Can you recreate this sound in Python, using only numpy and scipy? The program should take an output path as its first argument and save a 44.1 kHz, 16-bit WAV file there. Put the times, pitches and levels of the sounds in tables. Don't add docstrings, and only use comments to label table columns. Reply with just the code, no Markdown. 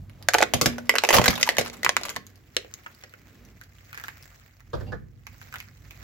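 import sys
import numpy as np
from scipy import signal
from scipy.fft import rfft, irfft, next_fast_len
from scipy.io import wavfile
from scipy.ndimage import uniform_filter1d

SR = 44100
rng = np.random.default_rng(int(sys.argv[2]) if len(sys.argv) > 2 else 0)


def transcribe(u):
    v = np.clip(np.atleast_2d(u).T, -1, 1)
    q = np.round(v * 32767).astype(np.int16)
    wavfile.write(sys.argv[1], SR, q)


N = 265923
TIME_S = np.arange(N) / SR

# freq_hz, t60_s
EARLY_ECHO = [(200, 0.15), (1400, 0.049), (4000, 0.048), (12000, 0.028)]
# freq_hz, t60_s
LATE_ECHO = [(200, 1), (600, 0.18), (2000, 0.28), (6000, 0.18), (14000, 0.13)]
# time_s, lean_db
LEAN = [(0, 1.2), (4.3, 0.9), (5, 1.6)]
# time_s, right_lag_s
BEARING = [(0, .00002), (.9, .00004), (1.3, .00005), (1.8, .00013), (2.1, .0001), (2.57, .00023),
           (3.7, .00022), (3.9, -.00022), (6, -.00014)]

# time_s, rumble_db, murmur_db
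CAR_LEVELS = [(0, -39, -66.5), (.15, -49.5, -59.5), (.6, -48.5, -46), (1, -57.5, -56), (2, -55.5, -48),
              (2.4, -56.5, -61.5), (3.1, -59.5, -62.5), (3.45, -53, -55), (3.7, -56.5, -67),
              (4.15, -53, -64), (4.6, -59, -74.5), (4.8, -38.5, -51), (5.1, -53, -70), (5.55, -51, -66.5),
              (6.03, -50.5, -61)]
# freq_hz, density_db (per Hz)
RUMBLE_SPECTRUM = [(20, -28), (35, -16.5), (52, 6), (70, 4), (100, 1.5), (135, 4), (180, -7.5),
                   (300, -16.5), (700, -47)]
# freq_hz, density_db (per Hz)
MURMUR_SPECTRUM = [(90, -28), (190, 4), (300, 1), (500, -6), (900, -14.5), (2000, -12), (3000, -20),
                   (7500, -25.5), (9000, -32.5), (16000, -25)]
# freq_hz, level_db (re rumble_db of the car)
IDLE_LINES = [(54, -7.5), (97, -3), (237, -18)]
# freq_hz, level_db
SQUEAK_BANDS = [(2790, -56.5), (4700, -61)]
# start_s, level_db, boom_db, rattle_db (both re level), rattle_hz, knock_decay_s
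CLUNKS = [(4.7319, -30, -6.5, -5, 1035, 0.014), (4.7596, -51, 7, 1, 1320, 0.023),
          (4.8075, -38, -2, -6, 1420, 0.0082), (4.867, -48.5, 8.5, -30, 2900, 0.038),
          (4.9208, -36.5, -6.5, 2.5, 1430, 0.012)]

# time_s, level_db
TREAD_LEVEL = [(2.45, -61), (2.7, -54.5), (3.7, -60.5), (4.0, -48), (4.45, -56), (4.58, -61), (4.8, -63.5),
               (5.0, -74.5), (5.24, -63), (5.33, -54.5), (5.57, -48.5), (5.77, -60), (6.03, -48)]
# freq_hz, density_db (per Hz)
GRIT_SPECTRUM = [(410, -11), (700, -5.5), (922, -11), (1210, -7), (1750, -4.5), (2050, -3), (3240, -14),
                 (4610, -13), (7590, -12.5), (8880, -25), (13100, -19.5), (16000, -11)]
# start_s, ring_hz, level_db
STONES = [(0.0967, 2200, -51.5), (0.226, 4450, -51.5), (2.2666, 7000, -57.5), (3.613, 1550, -40.5),
          (3.9297, 1520, -37.5), (3.9454, 1530, -37.5), (3.9757, 1600, -33.5), (3.9988, 1710, -38.5),
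          (4.0386, 1730, -33.5), (4.0827, 1565, -32), (4.605, 1900, -51), (5.268, 2100, -37.5),
          (5.415, 1520, -42.5), (5.526, 1520, -39.5), (5.5405, 1500, -32.5), (5.5579, 1650, -34.5),
          (5.6025, 2070, -36.5), (5.9087, 2460, -43.5)]

# start_s, level_db
JOLTS = [(.5385, -31), (.6145, -34), (.6595, -27.5), (1.152, -30), (1.187, -25), (1.284, -29), (1.585, -38),
         (1.861, -48), (2.164, -50)]
# freq_hz, level_db (re jolt), t60_s
TYRE_MODES = [(63, -2, .18), (87, -2, .21), (122, -3, .42), (168, -9, .55), (239, -2.5, 1.0),
              (277, -11, .17), (424, -17, .6)]

# time_s, level_db
STRAIN_LEVEL = [(0, -65), (.3, -56), (.85, -60), (1.25, -40.5), (1.52, -46), (1.62, -44.5), (1.75, -53.5),
                (1.88, -57.5), (1.95, -63), (2.07, -41), (2.22, -73)]
# freq_hz, density_db (per Hz)
SHELL_SPECTRUM = [(180, -4.5), (300, -20.5), (550, 8), (1000, 2), (2100, -12), (3200, -7.5), (5000, -13),
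                  (7400, -13.5), (8800, -23), (12500, -22.5), (16000, -17)]
# freq_hz, gain_db, t60_s
SHELL_MODES = [(597, -3, 0.042), (717, 3, .1), (865, 3, 0.02), (977, -1.5, .08), (1079, -2, 0.24),
               (1497, -4, .07), (2015, -3, 0.041), (2240, -26, 0.15), (2957, -6.5, .04)]
# start_s, ring_hz, level_db (body band), thud_db, snap_db (both re level), shatter (0-1)
BREAKS = [(0.2865, 1528, -12, -5, -1.5, 0.11), (0.336, 1380, -21.5, -18, -1.5, 0.93),
          (0.3425, 1450, -14.5, -4.5, -1.5, 0.25), (0.3486, 1438, -14, 0.5, -20.5, 0.12),
          (0.3841, 1786, -21, -1, 1.5, 0.45), (0.4055, 1410, -24.5, 5, -8, 0.36),
          (0.4144, 1435, -29.5, -9, 5.5, .3), (0.4237, 1450, -14.5, -6.5, -11, 0),
          (0.4272, 1494, -11.5, -1, -4, 0), (0.4364, 1400, -27, -2.5, 2, .05),
          (0.537, 920, -20.5, 2, 3.5, 0.77), (0.6131, 1130, -18.5, -3, 3, 0.87),
          (0.6588, 1099, -18, -3, 3.5, 0.78), (0.7827, 1487, -32.5, -0.5, -4, 0.5),
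          (0.894, 1986, -10.5, -10, -4.5, .4), (0.9398, 690, -30.5, 4.5, -7.5, 0.32),
          (0.9546, 1100, -18.5, -5.5, -7, 0.63), (0.9613, 1770, -23.5, -18, -6, 0),
          (0.984, 3990, -20.5, -41, 6, .2), (1.0371, 900, -16, 0.5, -5, 0.5),
          (1.0493, 2523, -22.5, -7.5, 1, 0), (1.0894, 1932, -16.5, -0.5, 1.5, .45),
          (1.1058, 920, -12, -1.5, -8, 0.57), (1.1284, 2480, -23.5, -7, 4, 0.8),
          (1.132, 1480, -19.5, -5, -6.5, 0.6), (1.1396, 3910, -22.5, -12, 1, 1),
          (1.143, 1100, -18.5, -4.5, -1, 1), (1.154, 1107, -22, -9, 1.5, .7),
          (1.1665, 2500, -21.5, -1, 6.5, .7), (1.1845, 1070, -11.5, -9, -6, 0.29),
          (1.195, 615, -28, 10.5, -9.5, 0), (1.2154, 2030, -28, 6, 4, 0.55),
          (1.2409, 1060, -21, -9.5, 1, 0.59), (1.2583, 1560, -16.5, -16, -3, 0.77),
          (1.262, 1604, -35.5, 3.5, 7.5, 0.81), (1.2806, 3850, -12.5, -2, 3, 0),
          (1.2843, 2030, -21, -4, 5, 0.37), (1.305, 4660, -24.5, -13, 0.5, 0.8),
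          (1.3546, 3420, -44.5, 2.5, 15.5, 0.85), (1.4115, 6620, -34, -2, 6.5, 0.81),
          (1.4296, 1940, -21.5, -11, 12.5, 0.073), (1.4747, 928, -25, -14, -8, 0.5),
          (1.49, 1917, -15, -6, -2, 0.41), (1.5687, 1750, -26.5, -15, -0.5, 0.13),
          (1.5837, 1050, -17.5, 0, 0.5, .5), (1.5908, 1520, -32, -7, 9, 0.86),
          (1.612, 1700, -32.5, 1.5, 4.5, .6), (1.671, 2130, -40, -4.5, 2, 0),
          (1.699, 2080, -45.5, -0.5, 9, 0.094), (1.832, 1950, -25.5, -9, -2.5, 0.29),
          (1.8472, 2393, -18, -7.5, -0.5, 0.5), (1.8627, 1727, -13, -18.5, -24, 0),
          (1.8923, 1070, -15, -3.5, 0.5, 0), (1.9667, 2270, -14.5, -17, -3, 0.1),
          (2.0129, 519, -40, 3.5, 0, 0.56), (2.0342, 4660, -36, -15, 8.5, 0.44),
          (2.0523, 1120, -30, -7, -7, .7), (2.0929, 2150, -38.5, -2, 11, 0.14),
          (2.1624, 1665, -29, -9.5, -0.5, 0.41), (2.1668, 1075, -26.5, -3.5, -9, .1)]
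# start_s, ring_hz, length_s, level_db, thud_db, snap_db, fizz_db
LANDINGS = [(2.5665, 4220, 0.0013, -20, -4.5, 4, -12.5), (2.647, 498, 0.0013, -47, 5, -10, -25),
            (2.7395, 6400, 0.001, -43.5, -28, 11.5, 0.5), (2.862, 1330, 0.006, -32, -13.5, -15.5, -29),
            (3.0374, 1640, 0.0064, -39, -4, -4, -18), (3.1377, 1510, 0.0019, -41.5, -10, -13, -24)]

OFF_TOY_S = 2.25
SQUEAK_START_S, SQUEAK_LENGTH_S = 4.85, .08
CAVE_IN_S, CAVE_IN_DB = 1.125, -16.5
CAVE_RISE_S, CAVE_HOLD_S, CAVE_FADE_S = .015, .055, .02
AFTER_DB, AFTER_FADE_S = -33.5, .023


def amp(db):
    return 10 ** (np.asarray(db) / 20)


def unit(x):
    return x / np.sqrt(np.mean(x ** 2) + 1e-20)


def read(points, hz):
    freq_hz, value = np.transpose(points)
    return np.interp(np.log(hz + 1), np.log(freq_hz), value)


def curve(rows, column=1):
    rows = np.array(rows)
    return np.interp(TIME_S, rows[:, 0], rows[:, column])


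def add(mix, start_s, sound):
    part = mix[:, max(round(start_s * SR), 0):][:, :sound.shape[-1]]
    part += sound[..., :part.shape[1]]


def band(x, lo_hz, hi_hz, order=3):
    edges_hz = [lo_hz, min(hi_hz, SR / 2 - 1)]
    return signal.sosfilt(signal.butter(order, edges_hz, "band", fs=SR, output="sos"), x)


def colour(x, points):
    size = next_fast_len(N)
    gain = amp(read(points, np.fft.rfftfreq(size, 1 / SR)))
    return unit(irfft(rfft(x, size) * gain, size)[..., :N])


def pair(x, alike):
    alike = np.clip(alike, 0, 1)
    return np.array([x[0], alike * x[0] + np.sqrt(1 - alike ** 2) * x[1]])


def reverb(x, t60s, onset_s):
    size = SR // 2
    t_s = np.arange(size) / SR
    signs = rng.choice([-1., 1.], (2, size))
    taps = signs * (rng.random((2, size)) < .15) * (t_s > onset_s)
    hz, frame_s, z = signal.stft(taps, SR, nperseg=128)
    decay = np.exp(-np.log(1000) * frame_s / read(t60s, hz)[:, None])
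    tail = signal.istft(z * decay, SR, nperseg=128)[1]
    tail /= np.linalg.norm(tail, axis=1, keepdims=True)
    return signal.oaconvolve(x, tail, axes=1)[:, :N]


def yard(x, late_db=-7.5):
    out, count = np.zeros((2, N)), 3
    for k in range(count):
        heard = x * np.sqrt(2 / count) * np.cos(np.pi * (3.3 * TIME_S + k / count))
        out += reverb(heard, EARLY_ECHO, onset_s=.003)
        out += amp(late_db) * reverb(heard, LATE_ECHO, onset_s=.012)
    return out


def engine(waver_hz=2.8):
    rumble = colour(pair(rng.standard_normal((2, N)), .93), RUMBLE_SPECTRUM)
    knots_s = np.linspace(0, TIME_S[-1], num=60)
    drift_hz = waver_hz * np.interp(TIME_S, knots_s, rng.standard_normal(len(knots_s)))
    lines = np.zeros(N)
    for hz, db in IDLE_LINES:
        turns = np.cumsum(hz + drift_hz) / SR
        lines += amp(db) * np.sqrt(2) * np.sin(2 * np.pi * turns)
    murmur = colour(pair(rng.standard_normal((2, N)), .78), MURMUR_SPECTRUM)
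    low = amp(curve(CAR_LEVELS)) * (amp(-.5) * rumble + lines)
    return low + amp(curve(CAR_LEVELS, column=2)) * murmur


def squeak(width_hz=200):
    out, swell = np.zeros((2, N)), np.hanning(round(SQUEAK_LENGTH_S * SR))
    for hz, db in SQUEAK_BANDS:
        noise = rng.standard_normal((2, SR // 4))
        rub = unit(band(noise, hz - width_hz / 2, hz + width_hz / 2, order=2))
        add(out, SQUEAK_START_S, amp(db) * swell * rub[:, :len(swell)])
    return out


def clunks(clatter_db=-13):
    out, t_s = np.zeros((2, N)), np.arange(SR // 3) / SR
    for start_s, db, boom_db, rattle_db, rattle_hz, decay_s in CLUNKS:
        noise = pair(rng.standard_normal((2, len(t_s))), .78)
        boom = amp(boom_db) * unit(band(noise, 56, 152, order=2))
        knock = unit(band(noise, 302, 610, order=2))
        knock += amp(rattle_db) * unit(band(noise, rattle_hz / 1.22, rattle_hz * 1.22, order=2))
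        knock += amp(clatter_db) * unit(band(noise, 1700, 4500, order=2))
        blow = boom * np.exp(-t_s / (1.9 * decay_s)) + knock * np.exp(-t_s / decay_s)
        add(out, start_s, amp(db) * blow)
    return out


def tyre():
    out, t_s = np.zeros((2, N)), np.arange(SR) / SR
    swell = 1 - np.exp(-t_s / .004)
    for start_s, db in JOLTS:
        for hz, mode_db, t60_s in TYRE_MODES:
            turns = hz * t_s + rng.random() + .4 * rng.random((2, 1))
            envelope = swell * np.exp(-np.log(1000) * t_s / t60_s)
            add(out, start_s, amp(db + mode_db) * envelope * np.sin(2 * np.pi * turns))
    return out


def shoves(puff_db=9.5, fade_s=.023):
    out, t_s = np.zeros((2, N)), np.arange(SR // 5) / SR
    for start_s, db in JOLTS:
        noise = pair(rng.standard_normal((2, len(t_s))), .2)
        puff = unit(band(noise, 55, 280, order=2))
        add(out, start_s, amp(db + puff_db) * puff * np.exp(-t_s / fade_s))
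    return out


def crackle(level_db, spectrum, per_s, spread_db, hiss_db, patchy_db):
    sizes = amp(spread_db * np.minimum(rng.exponential(1, N), 3))
    sizes *= rng.random(N) < per_s / SR
    grains = unit(pair(sizes * rng.standard_normal((2, N)), .2))
    hiss = amp(hiss_db) * rng.standard_normal((2, N))
    z = signal.stft(grains + hiss, nperseg=256)[2]
    patches = uniform_filter1d(rng.standard_normal(z.shape[1:]), size=7, axis=0)
    patches = unit(uniform_filter1d(patches, size=4, axis=1))
    clumps = unit(uniform_filter1d(rng.standard_normal(z.shape[2]), size=7))
    uneven = amp(patchy_db * (patches + .5 * clumps))
    rough = signal.istft(z * uneven, nperseg=256)[1][:, :N]
    return amp(level_db) * colour(rough, spectrum)


def strain():
    since_s = TIME_S - CAVE_IN_S
    cave_in = np.clip(since_s / CAVE_RISE_S, 0, 1)
    cave_in *= np.exp(-np.maximum(since_s - CAVE_HOLD_S, 0) / CAVE_FADE_S)
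    kicks = np.zeros(N)
    for start_s, _, db, *_ in BREAKS:
        kicks[round(start_s * SR)] += amp(db + AFTER_DB) ** 2
    after = signal.lfilter([1], [1, -np.exp(-2 / (AFTER_FADE_S * SR))], kicks)
    power = amp(curve(STRAIN_LEVEL)) ** 2 + (amp(CAVE_IN_DB) * cave_in) ** 2 + after
    return 10 * np.log10(power)


def crunch():
    on_toy = np.clip(.5 + (OFF_TOY_S - TIME_S) / .1, 0, 1)
    shell = crackle(strain(), SHELL_SPECTRUM, per_s=1300, spread_db=4, hiss_db=-4, patchy_db=3.4)
    grit = crackle(curve(TREAD_LEVEL), GRIT_SPECTRUM, per_s=600, spread_db=5, hiss_db=1, patchy_db=3)
    return on_toy * shell + (1 - on_toy) * grit


def fracture(ring_hz, length_s, db, thud_db, snap_db, fizz_db, lag_s, shard_db=6, shard_q=8):
    t_s = np.arange(SR // 25) / SR
    envelope = np.exp(-(t_s / np.clip(length_s, .0004, .006)) ** 1.5)
    volley = rng.standard_normal((2, len(t_s))) * envelope
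    volley[0, 0] += .8 * np.linalg.norm(volley[0])
    ring = signal.lfilter(*signal.iirpeak(ring_hz, shard_q, SR), volley)
    rung = volley + amp(shard_db) * ring
    low, high = pair(rung, .92), pair(rung, .55)
    body_hz = np.interp(thud_db, [-22, -10], [1200, 700])
    sound = amp(thud_db) * unit(band(low, 410, 888, order=2))
    sound += unit(band(low, body_hz, 2500))
    sound += amp(snap_db) * unit(band(high, 2500, 7630))
    sound += amp(fizz_db) * unit(band(high, 10330, 14000, order=2))
    sound[1] = np.interp(t_s - lag_s, t_s, sound[1], left=0)
    over_5_ms = np.sqrt(.005 / t_s[-1])
    return over_5_ms * amp(db) * sound


def strike(events):
    direct, sent = np.zeros((2, 2, N))
    for start_s, *piece, echo_db in events:
        sound = fracture(*piece, lag_s=np.interp(start_s, *np.transpose(BEARING)))
        add(direct, start_s, sound)
        add(sent, start_s, amp(echo_db) * sound)
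    return np.array([direct, sent])


def sand(count=30, against_tread_db=-8, spread_db=8, lowest_hz=2300, octaves=1.4):
    when, pitch, size = rng.random((count, 3)).T
    start_s = OFF_TOY_S + (TIME_S[-1] - OFF_TOY_S) * when
    db = np.interp(start_s, *np.transpose(TREAD_LEVEL)) + against_tread_db + spread_db * size ** 2
    return list(zip(start_s, lowest_hz * 2 ** (octaves * pitch), db))


def stone_sound(ring_hz, db, middling_hz=1500, bright_db_per_octave=10.5):
    bright_db = bright_db_per_octave * np.log2(ring_hz / middling_hz)
    length_s, thud_db, echo_db = .0011, -19.5, -5
    return ring_hz, length_s, db, thud_db, bright_db - 9.5, bright_db - 12, echo_db


def splinters(count=100, above_db=3, spread_db=10, lowest_hz=900, octaves=3.6, thud_db=-8, snap_db=(-7, 4)):
    when, pitch, size, shatter = rng.random((count, 4)).T
    first_s, last_s = BREAKS[0][0], BREAKS[-1][0]
    start_s = first_s + (last_s - first_s) * when
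    db = np.interp(start_s, *np.transpose(STRAIN_LEVEL)) + above_db + spread_db * size ** 2
    ring_hz = lowest_hz * 2 ** (octaves * pitch)
    snaps_db = np.interp(pitch, [0, 1], snap_db)
    return list(zip(start_s, ring_hz, db, np.full(count, thud_db), snaps_db, shatter))


def break_sound(ring_hz, db, thud_db, snap_db, shatter, fizz_per_snap=.55):
    length_s = np.interp(shatter, [0, 1], [.0017, .003])
    fizz_db = np.interp(shatter, [0, 1], [-13, .5]) + fizz_per_snap * snap_db
    echo_db = np.interp(shatter, [0, 1], [-12.5, 1])
    return ring_hz, length_s, db, thud_db, snap_db, fizz_db, echo_db


def shell_ring(x):
    out = np.zeros_like(x)
    for hz, db, t60_s in SHELL_MODES:
        q = hz * t60_s * np.pi / np.log(1000)
        out += amp(db) * signal.lfilter(*signal.iirpeak(hz, q, SR), x)
    return out


def breaking(landing_echo_db=-10):
    stones = strike([(s, *stone_sound(*row)) for s, *row in list(STONES) + sand()])
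    parts = strike([(*row, landing_echo_db) for row in LANDINGS])
    toy = strike([(s, *break_sound(*row)) for s, *row in list(BREAKS) + splinters()])
    direct, sent = toy + parts + stones
    return direct + shell_ring(toy[0]), sent


def scene():
    bed = engine() + squeak() + crunch() + tyre() + shoves()
    knocks = clunks()
    direct, sent = breaking()
    balance = amp(np.outer([-1, 1], curve(LEAN)))
    return (bed + knocks + direct + yard(sent + knocks)) * balance


def record(dry, dip_hz=8950, dip_q=3.4, dip_depth=.63, edge_hz=16200):
    coloured = dry - dip_depth * signal.lfilter(*signal.iirpeak(dip_hz, dip_q, SR), dry)
    rounded = .9 * coloured / (1 + coloured ** 4) ** (1 / 4)
    lowpass = signal.firwin(255, edge_hz, window=("kaiser", 9), fs=SR)
    return signal.oaconvolve(rounded, lowpass[None], "same")


dry = scene()
out = record(dry)
transcribe(out)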